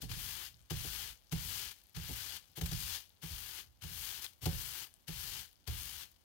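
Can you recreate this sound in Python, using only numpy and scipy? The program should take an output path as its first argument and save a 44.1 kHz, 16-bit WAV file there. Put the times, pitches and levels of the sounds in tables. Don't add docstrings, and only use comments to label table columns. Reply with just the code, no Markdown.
import sys
import numpy as np
from scipy import signal
from scipy.fft import rfft, irfft
from scipy.io import wavfile

SR = 44100
rng = np.random.default_rng(int(sys.argv[2]) if len(sys.argv) > 2 else 0)


def wav_record(signal):
    frames = np.transpose(np.atleast_2d(signal))
    bounded = np.clip(frames, -1, 1)
    quanta = np.round(bounded * 32767).astype(np.int16)
    wavfile.write(sys.argv[1], SR, quanta)


def volts(x):
    e = np.asarray(x, float) / 20
    return 10 ** e


N = 275177


def rms_one(x):
    return x / np.sqrt(np.mean(x ** 2) + 1e-20)


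def drift(rate_hz):
    sos = signal.butter(2, rate_hz, fs=SR, output="sos")
    return rms_one(signal.sosfilt(sos, rng.standard_normal(N + SR))[SR:])


def clicks(times, sizes):
    return np.bincount(np.round(np.array(times) * SR).astype(int), sizes, N)[:N] + 1e-18


def ring(x, hz, t60):
    r, w = volts(-60 / (t60 * SR)), 2 * np.pi * hz / SR
    return signal.lfilter([0, np.sin(w)], [1, -2 * r * np.cos(w), r * r], x)


def scatter(x, t60):
    tail = rng.standard_normal(SR // 2) * volts(-60 * np.arange(SR // 2) / SR / t60)
    return signal.fftconvolve(x, tail / np.sqrt(np.sum(tail ** 2)))[:N]


def colour(x, points):
    hz, db = np.transpose(points)
    grid = np.arange(4097) * SR / 8192 + 1
    cepstrum = irfft(np.log(volts(np.interp(np.log(grid), np.log(hz), db))))
    cepstrum[1:4096] *= 2
    cepstrum[4097:] = 0
    return signal.fftconvolve(x, irfft(np.exp(rfft(cepstrum))))[:N]


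# start_s, end_s, first_level_db, full_sweep_level_db, last_level_db
CONTACTS = [(0.003, 0.042, -61, -51.5, -55.5), (0.085, 0.469, -53.5, -51, -52),
            (0.697, 1.103, -52.5, -48.5, -53), (1.309, 1.696, -53, -47, -52.5),
            (1.94, 2.369, -56, -50, -50.5), (2.556, 2.597, -48, -54, -61),
            (2.608, 2.697, -60, -54.5, -50.5), (2.706, 2.958, -51, -47, -44.5),
            (3.213, 3.598, -55.5, -53.5, -51.5), (3.807, 4.197, -59.5, -49, -53),
            (4.205, 4.254, -52.5, -52.5, -53.5), (4.406, 4.449, -62, -57.5, -53),
            (4.449, 4.833, -53.5, -52, -51.5), (5.067, 5.405, -55.5, -51, -49.5),
            (5.663, 6.034, -54.5, -52.5, -54)]
# landing_shake_db, lifting_shake_db, dull_swish_db, bright_swish_db, foam_left_db
BEARING = [(-54, -43, -15, -1, -65.5), (-43.5, -64.5, -7.5, 2, -70.5), (-47, -60, -9, 0, -72.5),
           (-42, -63, -10, 0, -67), (-46, -65.5, -10, -2.5, -68.5), (-76, -52, -9, 3, -59),
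           (-33, -48.5, -10.5, 1, -67), (-45, -57.5, -12.5, -2.5, -71), (-49.5, -68, -8, 3, -77.5),
           (-52, -62.5, -9, 3, -81), (-79, -71, -8, 4, -76), (-53, -44, -7, 5, -66),
           (-34, -76, -8, 5.5, -74.5), (-53.5, -57.5, -10.5, 0, -72), (-48.5, -65.5, -9, 2, -72)]
# fullest_share (of its length), lift_fade_db_per_s, table_calming_db_per_s
PACE = [(.4, 350, 152), (0.41, 418, 47), (.8, 302, 200), (0.72, 350, 500), (0.59, 418, 152),
        (0.41, 440, 300), (0.94, 400, 300), (0.68, 259, 300), (0.82, 328, 46), (0.68, 350, 300),
        (0.9, 303, 200), (0.41, 300, 300), (.45, 364, 150), (0.39, 258, 300), (0.45, 412, 250)]
# share (of its length, past 1 the palm is off), dull_change_db, bright_change_db
SWEEP_COLOUR = [
    (0, 4, -2.5),
    (.12, 2.5, -2.5),
    (.4, 1, 5),
    (.75, 1.5, 0.5),
    (1, 2, -4),
    (1.25, 0, -2),
    (1.6, 0.5, -2),
]


def palm():
    land_s, shake_late_s = 0.018, 0.0052
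    grip_db, grip_s = 0.5, 0.04
    foam_fall_db_per_s, foam_rest_db, shake_rest_db = 55.5, -86, -87
    t = np.arange(N) / SR
    clumps_db = 1.5 * drift(30)
    hiss, shake = volts(foam_rest_db) ** 2, volts(shake_rest_db) ** 2
    dull_db, bright_db = np.zeros(N), np.zeros(N)
    share, dull_change, bright_change = np.transpose(SWEEP_COLOUR)
    for contact, bearing, pace in zip(CONTACTS, BEARING, PACE):
        lands, lifts, first_db, full_db, last_db = contact
        push_db, eased_db, dull, bright, left_db = bearing
        fullest, fade_db, calm_db = pace
        along = (t - lands) / (lifts - lands)
        off = np.maximum(t - lifts, 0)
        landed = np.clip((t - lands) / land_s, 0, 1) ** 2

        rub_db = np.interp(along, [0, np.clip(fullest, .1, .9), 1], [first_db, full_db, last_db])
        rub_db = rub_db - fade_db * off
        rub_db = rub_db - grip_db * np.exp(-((t - lands) / grip_s - 1) ** 2 * 5.0)
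        foam_db = left_db - foam_fall_db_per_s * off + clumps_db
        hiss = hiss + landed * (volts(rub_db) ** 2 + volts(foam_db) ** 2)

        press_db = np.interp(along, [0, 1], [push_db, eased_db]) - calm_db * off
        pressed = np.roll(landed, round(shake_late_s * SR)) * (along > 0)
        shake = shake + pressed * volts(press_db) ** 2

        dull_db = np.where(landed > 0, dull + np.interp(along, share, dull_change), dull_db)
        bright_db = np.where(landed > 0, bright + np.interp(along, share, bright_change), bright_db)
    return 10 * np.log10(hiss), dull_db, bright_db, 10 * np.log10(shake)


def slips(per_s):
    sizes = volts(1.75 * np.minimum(rng.exponential(1, N), 5)) * rng.choice([-1, 1], N)
    chance = per_s / SR
    jerks = sizes * (rng.random(N) < chance) / np.sqrt(np.clip(chance, 1e-3, 1))
    return rms_one(rms_one(jerks) + 0.58 * rng.standard_normal(N))


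# start_s, peak_level_db
SLAPS = [(0.0178, -36), (0.0344, -37), (0.0904, -38), (0.112, -31.5), (0.6987, -33), (0.7035, -28),
         (1.3154, -32.5), (1.323, -26), (1.7096, -31), (1.946, -44), (1.9634, -33), (2.5525, -49),
         (2.5696, -49), (2.611, -26.5), (2.657, -26.5), (2.7126, -26), (2.726, -29.5), (3.2154, -48),
         (3.2235, -54), (3.236, -36.5), (3.819, -40), (3.8346, -33), (4.241, -27), (4.33, -52.5),
         (4.4153, -48), (4.4242, -47), (4.4556, -23), (5.0755, -36.5), (5.0805, -32.5), (5.674, -28.5)]


def slaps():
    t60_s, rise_s = 0.047, 0.0026
    level = np.zeros(N)
    for start_s, db in SLAPS:
        start = round(start_s * SR)
        age = np.arange(N - start)[:SR // 4] / SR
        burst = volts(db - 11.5 - 60 * age / t60_s) * (1 - np.exp(-age / rise_s))
        level[start:start + len(age)] += burst
    return level


SPLIT_HZ = [2250, 7250]


def film(hiss_db, dull_db, bright_db):
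    per_s = 9000 * volts(.6 * (hiss_db + 51.5))
    near, far = slips(per_s), slips(4 * per_s)
    far = 0.41 * near + far
    flutter = volts(1.0 * drift(136) + 0.16 * drift(40))
    level = np.hypot(volts(hiss_db) * flutter, slaps())

    low, high = SPLIT_HZ
    dull_gain = volts(0.88 * (dull_db + 10.0) + 1.0 * drift(19))
    bright_gain = volts(.5 * (bright_db - 7.5) + 0.2 * drift(60))
    bands = [(low, "low", dull_gain),
             ([low, high], "band", -1),
             (high, "high", bright_gain)]
    swish = 0
    for edge, kind, gain in bands:
        sos = signal.butter(2, edge, kind, fs=SR, output="sos")
        swish = swish + gain * signal.sosfilt(sos, [near, far])
    return level * swish


# start_s, peak_level_db, pitch_hz
TICKS = [(0.5434, -42, 4800), (0.5695, -47, 7060), (0.6253, -45, 8450), (1.1758, -48, 5950),
         (1.2374, -51, 5600), (1.2707, -48, 5270), (1.2961, -44, 5900), (1.7805, -51, 4200),
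         (1.8156, -51, 5800), (1.8377, -41, 12500), (1.8545, -65, 4100), (1.8958, -43, 12500),
         (1.934, -49, 12300), (2.5174, -45, 14800), (3.0603, -51, 3400), (3.094, -42, 12340),
         (3.104, -47, 3750), (3.1663, -54, 4020), (3.6735, -49, 5360), (0.4645, -32, 4800),
         (4.2645, -26, 3460), (4.3903, -52, 13900), (4.94, -34, 9300), (3.7728, -54, 5300),
         (0.6157, -47, 7730), (5.5114, -48, 11600), (5.5298, -42, 10800), (5.5573, -49, 5100),
         (6.1159, -42, 13600), (1.8696, -43, 12100)]


def ticks(hiss_db):
    out = np.zeros(N)
    for start_s, db, hz in TICKS:
        click = clicks([start_s], [volts(db + 3)])
        out += ring(click, hz, 12.5 / hz) + .3 * np.diff(click, prepend=0)

    foam_db = 0.5 * (np.minimum(hiss_db, -66) + 82)
    sizes = volts(-60 + foam_db + 3.2 * np.minimum(rng.exponential(1, N), 4.2))
    sizes = sizes * (rng.random(N) < 350 / SR)
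    dealt = rng.integers(0, 8, N)
    for k, hz in enumerate(np.geomspace(3600, 14500, 8)):
        out += ring(sizes * (dealt == k) + 1e-18, hz, 4.1 / hz)
    return out


# start_s,
# knock_level_db, low_sway_db, upper_modes_db
THUMPS = [(0.029, -46, -16, -5.5), (0.091, -46.5, -3, -11.5), (0.158, -50, -3, -14),
          (0.707, -37.5, 0, -6.5), (0.74, -47.5, 3, -20), (0.842, -54.5, -13, 5.5),
          (1.322, -33.5, -7, -11.5), (1.367, -45.5, -13, -18), (1.966, -43, -25, -13), (2.088, -48, 1, -3),
          (2.103, -52, 9, 0.5), (2.575, -47, 0, 0), (2.611, -35, -21, -9.5), (2.658, -47, -16, -20),
          (2.715, -35.5, -2, -13.5), (3.231, -43.5, -9, -12), (3.301, -56.5, 13, -28),
          (3.837, -44.5, -2.5, -14), (3.899, -55, -12, -18), (4.428, -51, 8, -4), (4.46, -32.5, -1, -3),
          (4.519, -48, 4, -8), (5.084, -41, -4, -11.5), (5.674, -50.5, 17.5, 1), (5.718, -63, 20, -1),
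          (0.529, -73, 11.5, -12), (0.6, -72, 12, -17), (2.49, -74, 5, -2), (3.661, -75, 11, -12),
          (4.779, -76, 15, -10)]
# pitch_hz, left_level_db, right_level_db, t60_s
TABLE_MODES = [(50, 4.5, 4.5, 0.091), (77.9, 4, 2.5, 0.13), (90.7, 0, -4.5, 0.18),
               (118.75, -16.5, -1, 0.38), (151, -34.5, -11.5, 0.67), (163.2, -1.5, 1, 0.099),
               (211, -11, -6.5, 0.12), (260, -4, 0, 0.083), (356.5, -4, -7.5, 0.1), (436, -7, -7, 0.11),
               (544.6, -18, -17, 0.21), (655, -12, -7, 0.044), (750, -8.5, -18, 0.12),
               (848, -9.5, -12, 0.08), (992, -13.5, -18, 0.073), (1190, -7, -16, 0.017),
               (1420, -27, -17, 0.039)]


def table(shake_db):
    swelling_mode = 5
    times, knock_db, sway_db, upper_db = np.transpose(THUMPS)
    chance = rng.standard_normal((len(times), len(TABLE_MODES)))
    out = np.zeros((2, N))
    for k, (hz, left_db, right_db, t60) in enumerate(TABLE_MODES):
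        group = int(hz > 130) + int(hz > 200)
        strike_db = knock_db + [sway_db, 0, upper_db + 5][group] + 1.77 * chance[:, k]
        late = [.7, .05, .4][group] / hz
        struck = ring(clicks(times + late, volts(strike_db)), hz, t60)
        if k == swelling_mode:
            struck = ring(struck, hz, t60) * 2 * np.e * np.log(1000) / (t60 * SR)

        drag = [rms_one(ring(rng.standard_normal(N), hz, 0.6 * t60)) for _ in range(3)]
        drag_gain = volts(shake_db - [9, 16, 28][group])
        for side, db in enumerate([left_db, right_db]):
            lag = side * round(.12 * SR / hz)
            dragged = drag_gain * (1.36 * drag[2] + 1.06 * drag[side]) * volts([-5, 0][side])
            out[side] += volts(db) * (np.roll(struck, lag) + dragged)
    return out


# pitch_hz, level_db (per Hz)
ROOM_TONE = [(25, -20), (45, 1), (90, 2.5), (130, -13), (180, -8), (400, -16.5), (750, -17), (1500, -23.5),
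             (3000, -28), (6000, -45), (15000, -56)]
ROOM_TONE_DB = [
    [-74.5],
    [-70.5],
]


def room_tone():
    shared = rng.standard_normal(N)
    tone = [rms_one(colour(0.35 * shared + rng.standard_normal(N), ROOM_TONE)) for _ in range(2)]
    return volts(np.array(ROOM_TONE_DB)) * tone


# pitch_hz, level_db (per Hz)
FACING = [(300, -24.5), (600, -18), (880, -8), (1130, -9), (1400, -8), (1600, -4.5), (2150, -7),
          (2550, -5.5), (3050, -1.5), (4200, 0), (5500, -3), (8000, -4.5), (12500, 1.5), (15500, 1)]
# pitch_hz, level_db (per Hz)
SHADOWED = [(350, -18.5), (600, -29), (850, -14.5), (1250, -27.5), (1700, -18), (2500, -25.5), (3200, -17),
            (4600, -21), (6800, -42.5), (7900, -87), (9200, -16.5), (10600, -9.5), (14300, -30),
            (15200, -46)]


def scene():
    hiss_db, dull_db, bright_db, shake_db = palm()
    foam = ticks(hiss_db)
    near, far = volts(12) * film(hiss_db, dull_db, bright_db)
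    near = near + volts(-37) * ring(near, 3303, 0.005)

    direct = near + foam
    facing = colour(direct + volts(-13.0) * scatter(direct, 0.064), FACING)
    around = far + scatter(far, 0.036) + scatter(0.46 * foam, 0.018)
    shadowed = colour(around, SHADOWED)
    return np.array([facing, shadowed]) + table(shake_db) + room_tone()


def band_limit(x):
    return signal.sosfilt(signal.butter(12, 16630, fs=SR, output="sos"), x)


def record(dry):
    bass_cut = signal.butter(6, 40, "high", fs=SR, output="sos")
    top_cut = signal.ellip(10, .5, 70, 15850, fs=SR, output="sos")
    mix = signal.sosfilt(top_cut, signal.sosfilt(bass_cut, dry))
    return band_limit(mix)


dry = scene()
out = record(dry)
wav_record(out)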